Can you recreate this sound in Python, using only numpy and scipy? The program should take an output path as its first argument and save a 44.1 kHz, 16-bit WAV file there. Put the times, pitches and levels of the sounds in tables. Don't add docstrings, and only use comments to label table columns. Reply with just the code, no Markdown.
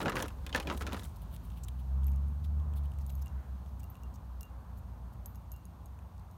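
import sys
import numpy as np
from scipy import signal
from scipy.fft import rfft, irfft, next_fast_len
from scipy.io import wavfile
from scipy.ndimage import uniform_filter1d, map_coordinates

SR = 44100
rng = np.random.default_rng(int(sys.argv[2]) if len(sys.argv) > 2 else 0)


def int16_out(signal):
    q = np.round(np.clip(np.atleast_2d(signal).T, -1, 1) * 32767)
    wavfile.write(sys.argv[1], SR, q.astype(np.int16))


N = 281093


def amp(db):
    return 10 ** (np.asarray(db) / 20)


def unit(x):
    return x / np.sqrt(np.mean(x ** 2) + 1e-20)


def curves(rows):
    times, *columns = np.transpose(rows)
    return [np.interp(np.arange(N) / SR, times, column) for column in columns]


def wobble(rate, size=N):
    coarse = np.arange(0, size + 64, 64)
    knots = rng.standard_normal(size // 400 + 8)
    smooth = map_coordinates(knots, [coarse * rate / SR])
    return np.interp(np.arange(size), coarse, smooth)


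def filtered(x, response):
    m = next_fast_len(len(x) + min(len(x) // 2, 8192))
    spectrum = rfft(x, m) * response(np.fft.rfftfreq(m, 1 / SR))
    return irfft(spectrum, m)[:len(x)]


def band(centre_hz, width_hz):
    return lambda f: 1j * f * width_hz / (centre_hz ** 2 - f * f + 1j * f * width_hz)


def tone(hz, db, waver, phase=0):
    level = np.sqrt(2) * amp(db + 1.47 * wobble(13))
    angle = 2 * np.pi * np.cumsum(hz) / SR + phase + waver * wobble(10)
    return level * np.sin(angle)


def rush(spectrum, patchy_db):
    z = signal.stft(rng.standard_normal(N), nperseg=512)[2]
    field = uniform_filter1d(rng.standard_normal(z.shape), size=6, axis=0)
    field = uniform_filter1d(field, size=14, axis=1)
    noise = signal.istft(z * amp(patchy_db * unit(field)), nperseg=512)[1][:N]
    f, db = np.transpose(spectrum)
    return unit(filtered(noise, lambda hz: amp(np.interp(np.log(hz + 1), np.log(f + 1), db))))


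def burst(t60, response, size=2048):
    t = np.arange(size) / SR
    puff, crack = amp(-60 * t / t60), 1.53 * amp(-60 * t / 0.0022)
    x = filtered(rng.standard_normal(size) * (puff + crack), response)
    return x / np.abs(x).max()


def creases(size, per_s, spread_db, t60):
    clumps = amp(4.33 * wobble(45, size))
    struck = rng.random(size) < per_s * clumps / SR
    spikes = struck * amp(spread_db * np.minimum(rng.exponential(size=size), 3))
    tail = amp(-60 * np.arange(2048) / SR / t60)
    return np.abs(signal.fftconvolve(spikes, tail)[:size]) * rng.standard_normal(size)


def add(track, s, x):
    part = track[round(s * SR):][:len(x)]
    part += x[:len(part)]


# (time [s], rumble level [dB], tyre roar level [dB], air hiss level [dB])
ROAD_LEVELS = [(1.15, -47, -61.5, -70), (1.8, -46.5, -62, -72), (2.7, -44.5, -60.5, -74),
               (3.1, -48, -61, -72.5), (3.9, -49, -61.5, -73.5), (4.6, -50, -60.5, -74.5),
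               (5.3, -49.5, -61, -74.5), (6.37, -52, -63.5, -75)]
# (frequency [Hz], relative level [dB per Hz])
RUMBLE_SPECTRUM = [(25, -38), (40, -11.5), (60, 4.5), (85, -1.5), (130, -9), (185, -7.5), (280, -20),
                   (420, -30), (600, -42), (1200, -120)]
TYRE_SPECTRUM = [(100, -120), (200, -23), (350, -8.5), (550, -3), (800, -0.5), (1050, -1), (1400, -9),
                 (1800, -16.5), (2500, -27), (3500, -39), (5000, -48), (9000, -120)]
HISS_SPECTRUM = [(700, -120), (1500, -8), (2500, 2.5), (4300, 1), (5000, -3), (6500, -1), (7700, -5.5),
                 (9000, -1), (10500, -9), (12000, 0.5), (14000, -3), (15700, -5.5), (15950, -40)]
PASSING_S, PASSING_LENGTH_S, PASSING_DB, PASSING_HZ = 3.4, 0.18, -70, 1510


def road():
    rumble_db, tyres_db, hiss_db = curves(ROAD_LEVELS)
    rumble = amp(rumble_db + 0.93 * wobble(4.994)) * rush(RUMBLE_SPECTRUM, patchy_db=0.0)
    tyres = amp(tyres_db + 0.84 * wobble(3.92)) * rush(TYRE_SPECTRUM, patchy_db=0.97)
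    hiss = amp(hiss_db) * rush(HISS_SPECTRUM, patchy_db=0.3)
    swell = np.exp(-((np.arange(N) / SR - PASSING_S) / PASSING_LENGTH_S) ** 2)
    passing = unit(filtered(rng.standard_normal(N), lambda f: band(PASSING_HZ, 600)(f) ** 2))
    return rumble + tyres + hiss + amp(PASSING_DB) * swell * passing


FADE_S = 0.18
# (start [s], end [s], pitch [Hz], level [dB])
DRONE_TONES = [(0, 6.37, 91.2, -55), (2.002, 3.2, 46.2, -57)]


def drone():
    t, out = np.arange(N) / SR, np.zeros(N)
    for start, end, hz, db in DRONE_TONES:
        fade = np.clip(np.minimum(t - start, end - t) / FADE_S + 1, 0, 1)
        out += fade * tone(np.full(N, hz), db, 0.18)
    return out


# (time [s], pitch [Hz], level [dB])
PULLING_AWAY = [(0, 65.1, -72), (.32, 66.98, -44), (.92, 69.1, -40), (1.15, 72.74, -51.5),
                (1.5, 77.83, -48.5), (2.1, 92.5, -60), (2.4, 100.5, -50), (3.2, 101.6, -67)]


def vehicle():
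    fade = np.clip((PULLING_AWAY[-1][0] - np.arange(N) / SR) / FADE_S, 0, 1)
    return fade * tone(*curves(PULLING_AWAY), 0.22)


# (time [s], firing rate [Hz], firing tone level [dB])
ENGINE_REVS = [(0.0, 44.5, -50), (0.25, 45.94, -47), (0.7, 47.63, -49), (1.08, 50.8, -50.5),
               (1.4, 53.9, -47), (1.74, 62.8, -38.5), (2.06, 68.1, -28.5), (2.36, 71.4, -33),
               (2.61, 74.33, -33.5), (3.0, 68.95, -36.5), (3.25, 64.94, -39.5), (3.5, 62.2, -50),
               (3.92, 61.2, -49), (4.45, 58.8, -50), (4.85, 59.1, -44.5), (5.3, 58.76, -48.5),
               (6.37, 58.3, -55.5)]
# (time [s], beat rate [Hz], level [dB])
THROB_BEATS = [(2.9, 6.37, -52), (3.3, 5.66, -39.5), (3.85, 3.03, -50), (4.35, 4.63, -48),
               (4.65, 5.32, -51), (5.2, 7.22, -53), (5.5, 5.32, -52), (5.8, 8.74, -51.5), (6.37, 7.63, -54)]
THROB_PHASE = 1.88
LOUD_DB, SECOND_DB, SECOND_GROWS, THIRD_DB = -34, -49, 0.76, -11.5


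def engine():
    rate_hz, first_db = curves(ENGINE_REVS)
    second_db = SECOND_DB + SECOND_GROWS * (first_db - LOUD_DB)
    out = tone(rate_hz, first_db, 0.33)
    out += tone(2 * rate_hz, second_db, 0.19)
    out += tone(3 * rate_hz, second_db + THIRD_DB, 0.78)
    beat_hz, throb_db = curves(THROB_BEATS)
    begun = np.arange(N) / SR > THROB_BEATS[0][0]
    return out + begun * tone(rate_hz + begun * beat_hz, throb_db, 0.093, THROB_PHASE)


# (start [s], length [s], level [dB], dull part [Hz], dull minus bright tilt [dB])
SCUFF_STROKES = [(1.156, 0.022, -62.5, 4330, -2.5), (1.214, 0.028, -61.5, 3400, 0.5),
                 (1.303, 0.068, -64, 3180, -1), (1.423, 0.098, -72, 3000, -3), (1.508, 0.045, -66, 3190, 8),
                 (1.555, 0.049, -68, 2780, 5), (1.632, 0.02, -56, 7700, 10), (1.679, 0.013, -68, 3320, 15),
                 (1.784, 0.038, -70.5, 3020, 5), (2.436, 0.031, -68, 3403, 8),
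                 (2.75, 0.053, -66.5, 3500, -1), (2.831, .04, -71, 3100, 5), (2.986, .045, -71, 5500, 5),
                 (3.084, 0.026, -66.5, 4070, 15), (3.213, 0.018, -59, 6500, 2),
                 (3.656, 0.053, -77, 6000, 3), (3.794, .015, -60.5, 7440, 3), (4.136, 0.032, -63, 6600, 7),
                 (4.763, 0.038, -76, 8000, -6), (5.124, 0.019, -71, 7990, -1)]


def scuffs():
    out, t = np.zeros(N), np.arange(4096) / SR
    for s, length, db, hz, tilt_db in SCUFF_STROKES:
        grain = creases(len(t), 2500, spread_db=-2.5, t60=0.0073)
        dull = unit(filtered(grain, lambda f: band(hz, 0.6 * hz)(f) ** 2))
        bright = unit(filtered(grain, lambda f: band(12500, 9000)(f) ** 2 * (f < 15800)))
        stroke = np.clip(1.46 * np.sin(np.pi * np.minimum(t / length, 1)), 0, 1)
        rub = amp(tilt_db / 2 - 4) * dull + amp(-tilt_db / 2) * bright
        add(out, s, amp(db) * stroke * rub)
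    return out


# (time [s], peak level [dB], pitch [Hz])
PLASTIC_TICKS = [(1.1616, -54, 4390), (1.363, -44, 3340), (1.5027, -49.5, 3100), (1.637, -42, 6500),
                 (1.684, -37.5, 3380), (2.0338, -49, 3380), (2.082, -47, 2530), (2.1348, -54.5, 2310),
                 (2.4482, -46, 3090), (2.599, -57, 3590), (2.7367, -52, 2930), (2.836, -57, 3083),
                 (2.857, -56, 3180), (2.9183, -50.5, 2870), (2.9374, -54, 2950), (2.987, -46.5, 2672),
                 (3.0112, -57, 2503), (3.0325, -61, 2510), (3.096, -49, 3800), (3.101, -45.5, 2430),
                 (3.1936, -54, 2500), (3.2698, -50, 2814), (3.281, -50, 6150), (3.6612, -55, 3290),
                 (3.804, -52, 2800), (3.9542, -49.5, 2794), (5.9895, -55, 2380), (6.1803, -57.5, 4310),
                 (6.1961, -55, 4070)]


def plastic_ticks():
    out = np.zeros(N)
    for s, db, hz in PLASTIC_TICKS:
        colour = lambda f: band(hz, 0.25 * hz)(f) + 0.28 * band(7000, 8000)(f) ** 2
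        add(out, s, amp(db) * burst(0.019, colour, size=1024))
    return out


# (time [s], click peak level [dB], then levels of mode groups 0, 2, 3, 4 [dB])
TILE_CLINKS = [(2.0438, -44.5, -82, -67, -66, -72), (2.0674, -46, -76, -42, -54, -56),
               (2.0893, -62, -85, -73, -67, -70), (2.1183, -51, -81, -76, -81, -80),
               (2.1608, -47.5, -74, -71, -79, -80), (2.2841, -53, -83, -76, -79, -74),
               (3.065, -42, -86, -68, -67, -61), (3.0951, -55, -80, -72, -70, -65),
               (3.1238, -57, -85, -62, -64, -69), (3.1527, -48, -83, -54, -64, -72),
               (3.1813, -55, -87, -66, -67, -72), (3.2201, -52, -81, -67, -57, -65),
               (3.26, -45, -61.5, -48, -66, -65), (3.8327, -47, -61.5, -68, -55, -68),
               (3.8411, -44.5, -85, -72, -63, -70), (3.9001, -64, -84, -50, -56, -58),
               (3.9217, -66, -74, -67, -79, -80), (3.9454, -54, -67, -75, -79, -76),
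               (3.9676, -66, -70, -61, -78, -82), (4.0346, -46.5, -64, -74, -78, -77),
               (4.4095, -37, -62, -61, -52, -57), (4.4311, -40.5, -61, -67, -64, -70),
               (4.4532, -55, -81, -79, -78, -75), (5.1284, -60, -84, -69, -77, -77),
               (5.2589, -33.5, -88, -45, -55, -52), (5.3485, -54, -79, -72, -77, -81),
               (5.3567, -47, -80, -58, -71, -75), (5.518, -38, -72, -47, -60, -68),
               (5.5389, -52, -68, -69, -71, -75), (5.563, -47.5, -74, -72, -69, -65),
               (5.6539, -42.5, -83, -62, -77, -77), (5.8588, -44, -86, -63, -74, -77),
               (6.3126, -53, -87, -73, -78, -75)]
# (mode group, frequency [Hz], level over its group [dB], ungripped t60 [s])
STEEL_MODES = [(0, 2790, 0, .3), (4, 14150, 0, .3), (1, 3995, -14, .04), (1, 6600, 0, .035),
               (2, 11650, -6, .04), (2, 12060, -14, .06), (2, 12580, 0, .05), (3, 13400, -4, .07),
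               (3, 13670, 0, .08), (4, 14390, -9, .12)]
# (time [s], decay speed factor)
FINGER_GRIP = [(2.1, 1.5), (3.1, 1.1), (3.25, 2.5), (3.98, 2.9), (4.45, 1.51), (5.25, 1.3), (5.5, 0.9)]
MIDDLE_DB = -18.5


def steel_clinks():
    out, t = np.zeros(N), np.arange(SR // 4) / SR
    onset = 1 - np.exp(-t / 0.00025)
    for s, click_db, lowest_db, *high_db in TILE_CLINKS:
        group_db = [lowest_db, click_db + MIDDLE_DB, *high_db]
        grip = np.interp(s, *np.transpose(FINGER_GRIP))
        add(out, s, amp(click_db) * burst(0.008, edge, size=1024))
        rings = [amp(group_db[int(group)] + db - 60 * grip * t / t60) * np.sin(2 * np.pi * hz * t)
                 for group, hz, db, t60 in STEEL_MODES]
        scatter = amp(rng.normal(0, 2.5, len(STEEL_MODES)))
        add(out, s, scatter @ rings * onset)
    return out


# (frequency [Hz], width [Hz], level [dB])
WALL_MODES = [(510, 43, 7.5), (1032, 33, 8), (1253, 20, -1), (1720, 27, -1), (2520, 130, -15),
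              (3610, 23, -14), (5360, 250, -25), (7300, 440, -15)]


def walls(f):
    return sum((-1) ** k * amp(db) * band(hz, width)(f) for k, (hz, width, db) in enumerate(WALL_MODES))


def boom(f):
    return band(260, 400)(f) * (band(250, 400)(f) + 0.37 * band(540, 60)(f))


def body(f):
    return band(1200, 1800)(f) * (band(1100, 1500)(f) + 0.52 * walls(f))


def face(f):
    return band(3000, 2500)(f) * (0.28 * band(3000, 2500)(f) + walls(f))


def edge(f):
    return band(9000, 12000)(f) ** 2


# (time [s], crackle level [dB])
SQUEEZE_LEVELS = [(0.0, -38.5), (0.1, -40.5), (0.145, -42.5), (0.17, -41), (0.22, -38.5), (0.36, -65.5),
                  (0.53, -51), (0.55, -38.5), (0.66, -52), (0.705, -40.5), (0.79, -57.5), (0.82, -39),
                  (0.855, -57), (0.87, -45.5), (1.04, -49), (1.12, -78)]
# (time [s], flexing over crackle [dB], rustle over crackle [dB])
CRUSH_SHARES = [(0, 1, -22), (.13, 4.5, -42), (.165, -3, -11.5), (.3, -1.5, -20), (.55, -5, -18),
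                (.71, 3, -25.5), (.78, 2, 3), (.83, -1, -28), (.88, 1.5, -27), (1.0, -2, -11),
                (1.06, -7, -6)]
FLEX_SMOOTH_S = 0.056


def pack_crackle():
    out, n = np.zeros(N), SR * 9 // 8
    crackle_db = curves(SQUEEZE_LEVELS)[0][:n]
    flex_db, rustle_db = [column[:n] for column in curves(CRUSH_SHARES)]
    flex = uniform_filter1d(amp(crackle_db + flex_db), size=round(FLEX_SMOOTH_S * SR))
    crackle = filtered(creases(n, 450, spread_db=4.0, t60=0.014), lambda f: body(f) + 0.68 * face(f))
    flexing = filtered(creases(n, 900, spread_db=1.0, t60=0.036), boom)
    rustle = filtered(creases(n, 660, spread_db=0.0, t60=0.014), edge)
    add(out, 0, amp(crackle_db - 7) * unit(crackle))
    add(out, 0, flex * unit(flexing))
    add(out, 0, amp(crackle_db + rustle_db) * unit(rustle))
    return out


# (time [s], reference level [dB], wide panel [Hz], narrow panel [Hz],
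# body relative to reference [dB], edge relative to reference [dB]); each part adds its own offset
PANEL_SNAPS = [(0.0034, -37, 850, 2300, 5, -13), (0.015, -33, 880, 3950, -7, -9),
               (0.0289, -43.5, 1370, 3030, 5, 4), (0.0575, -31, 1380, 2560, 0.5, -20),
               (0.081, -37, 1700, 2200, 9, -15), (0.0964, -33.5, 1230, 2720, 4.5, -1.5),
               (0.1198, -40.5, 1060, 2590, 6.5, -18), (0.156, -33.5, 1100, 2530, 1, -4),
               (0.1678, -34, 1570, 3240, 6, -9), (0.1844, -41, 767, 3210, -3, -6),
               (0.2014, -33, 1710, 2870, 0, -21), (0.2249, -29, 900, 3350, -7.5, 1.5),
               (0.2592, -47, 960, 2820, 1, -8), (0.2816, -39.5, 1030, 2610, -9, -3.5),
               (0.3047, -55.5, 1060, 2590, 7, -10), (0.4651, -34.5, 1580, 3600, -9.5, -6),
               (0.493, -43, 1680, 3550, -8, -9), (0.5275, -31.5, 910, 3115, -21, -27),
               (0.5478, -24.5, 1740, 2680, 1, -18), (0.5609, -30.5, 930, 3500, -5, -1.5),
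               (0.5772, -42.5, 1750, 2570, 5.5, -14), (0.6, -30.5, 810, 2500, -8, -9),
               (0.6268, -41, 939, 3040, -20, -8), (0.6721, -28.5, 848, 2440, -11, -17),
               (0.688, -46, 920, 3950, 6, -17), (0.6999, -28, 1326, 2860, -2.5, -33),
               (0.7121, -44.5, 1002, 4560, 11, -21), (0.7255, -46, 820, 3930, 5, -15),
               (0.775, -38, 1050, 3880, -23, -5), (0.809, -40, 1306, 2500, 4.5, -21),
               (0.822, -35, 1290, 2224, -3.5, -7), (0.867, -30, 1420, 2450, -9, -10.5),
               (0.8738, -37, 1351, 2510, -5, -11), (0.8993, -48, 1390, 2380, 2.5, -20),
               (0.9226, -36, 1000, 2510, -0.5, -19), (0.931, -32.5, 1290, 3910, -11, -5.5),
               (0.9448, -37.5, 1016, 2950, -1, -12), (0.9668, -43.5, 1010, 2670, -2, -5),
               (0.995, -39.5, 1040, 3995, -17, -6.5), (1.0337, -46.5, 1065, 3660, -10, 0),
               (1.0495, -50, 880, 3250, 0, 1)]
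THUMP_DB, THUMP_FOLLOWS = -4, 0.53


def pack_snaps():
    out = np.zeros(N)
    for s, db, wide_hz, narrow_hz, body_db, edge_db in PANEL_SNAPS:
        wide, narrow = band(wide_hz, 0.056 * wide_hz), band(narrow_hz, 0.051 * narrow_hz)
        thump_db = db + THUMP_DB + THUMP_FOLLOWS * body_db
        add(out, s, amp(db - 1.5) * burst(0.043, lambda f: face(f) * (1 + 2.0 * narrow(f))))
        add(out, s, amp(thump_db) * burst(0.093, boom, size=4096))
        add(out, s, amp(db + body_db + 3.0) * burst(0.064, lambda f: body(f) * (1 + 3.8 * wide(f))))
        add(out, s, amp(db + edge_db + 3.0) * burst(0.03, edge))
    return out


def scene():
    background = road() + drone() + vehicle() + engine()
    sorting = scuffs() + plastic_ticks() + steel_clinks()
    crushing = pack_crackle() + pack_snaps()
    return (background + sorting + crushing)[None]


TOP_HZ = 16532


def record(dry):
    return filtered(dry[0], lambda hz: (hz < TOP_HZ) / (1 + (33 / (hz + 1)) ** 4))[None]


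dry = scene()
out = record(dry)
int16_out(out)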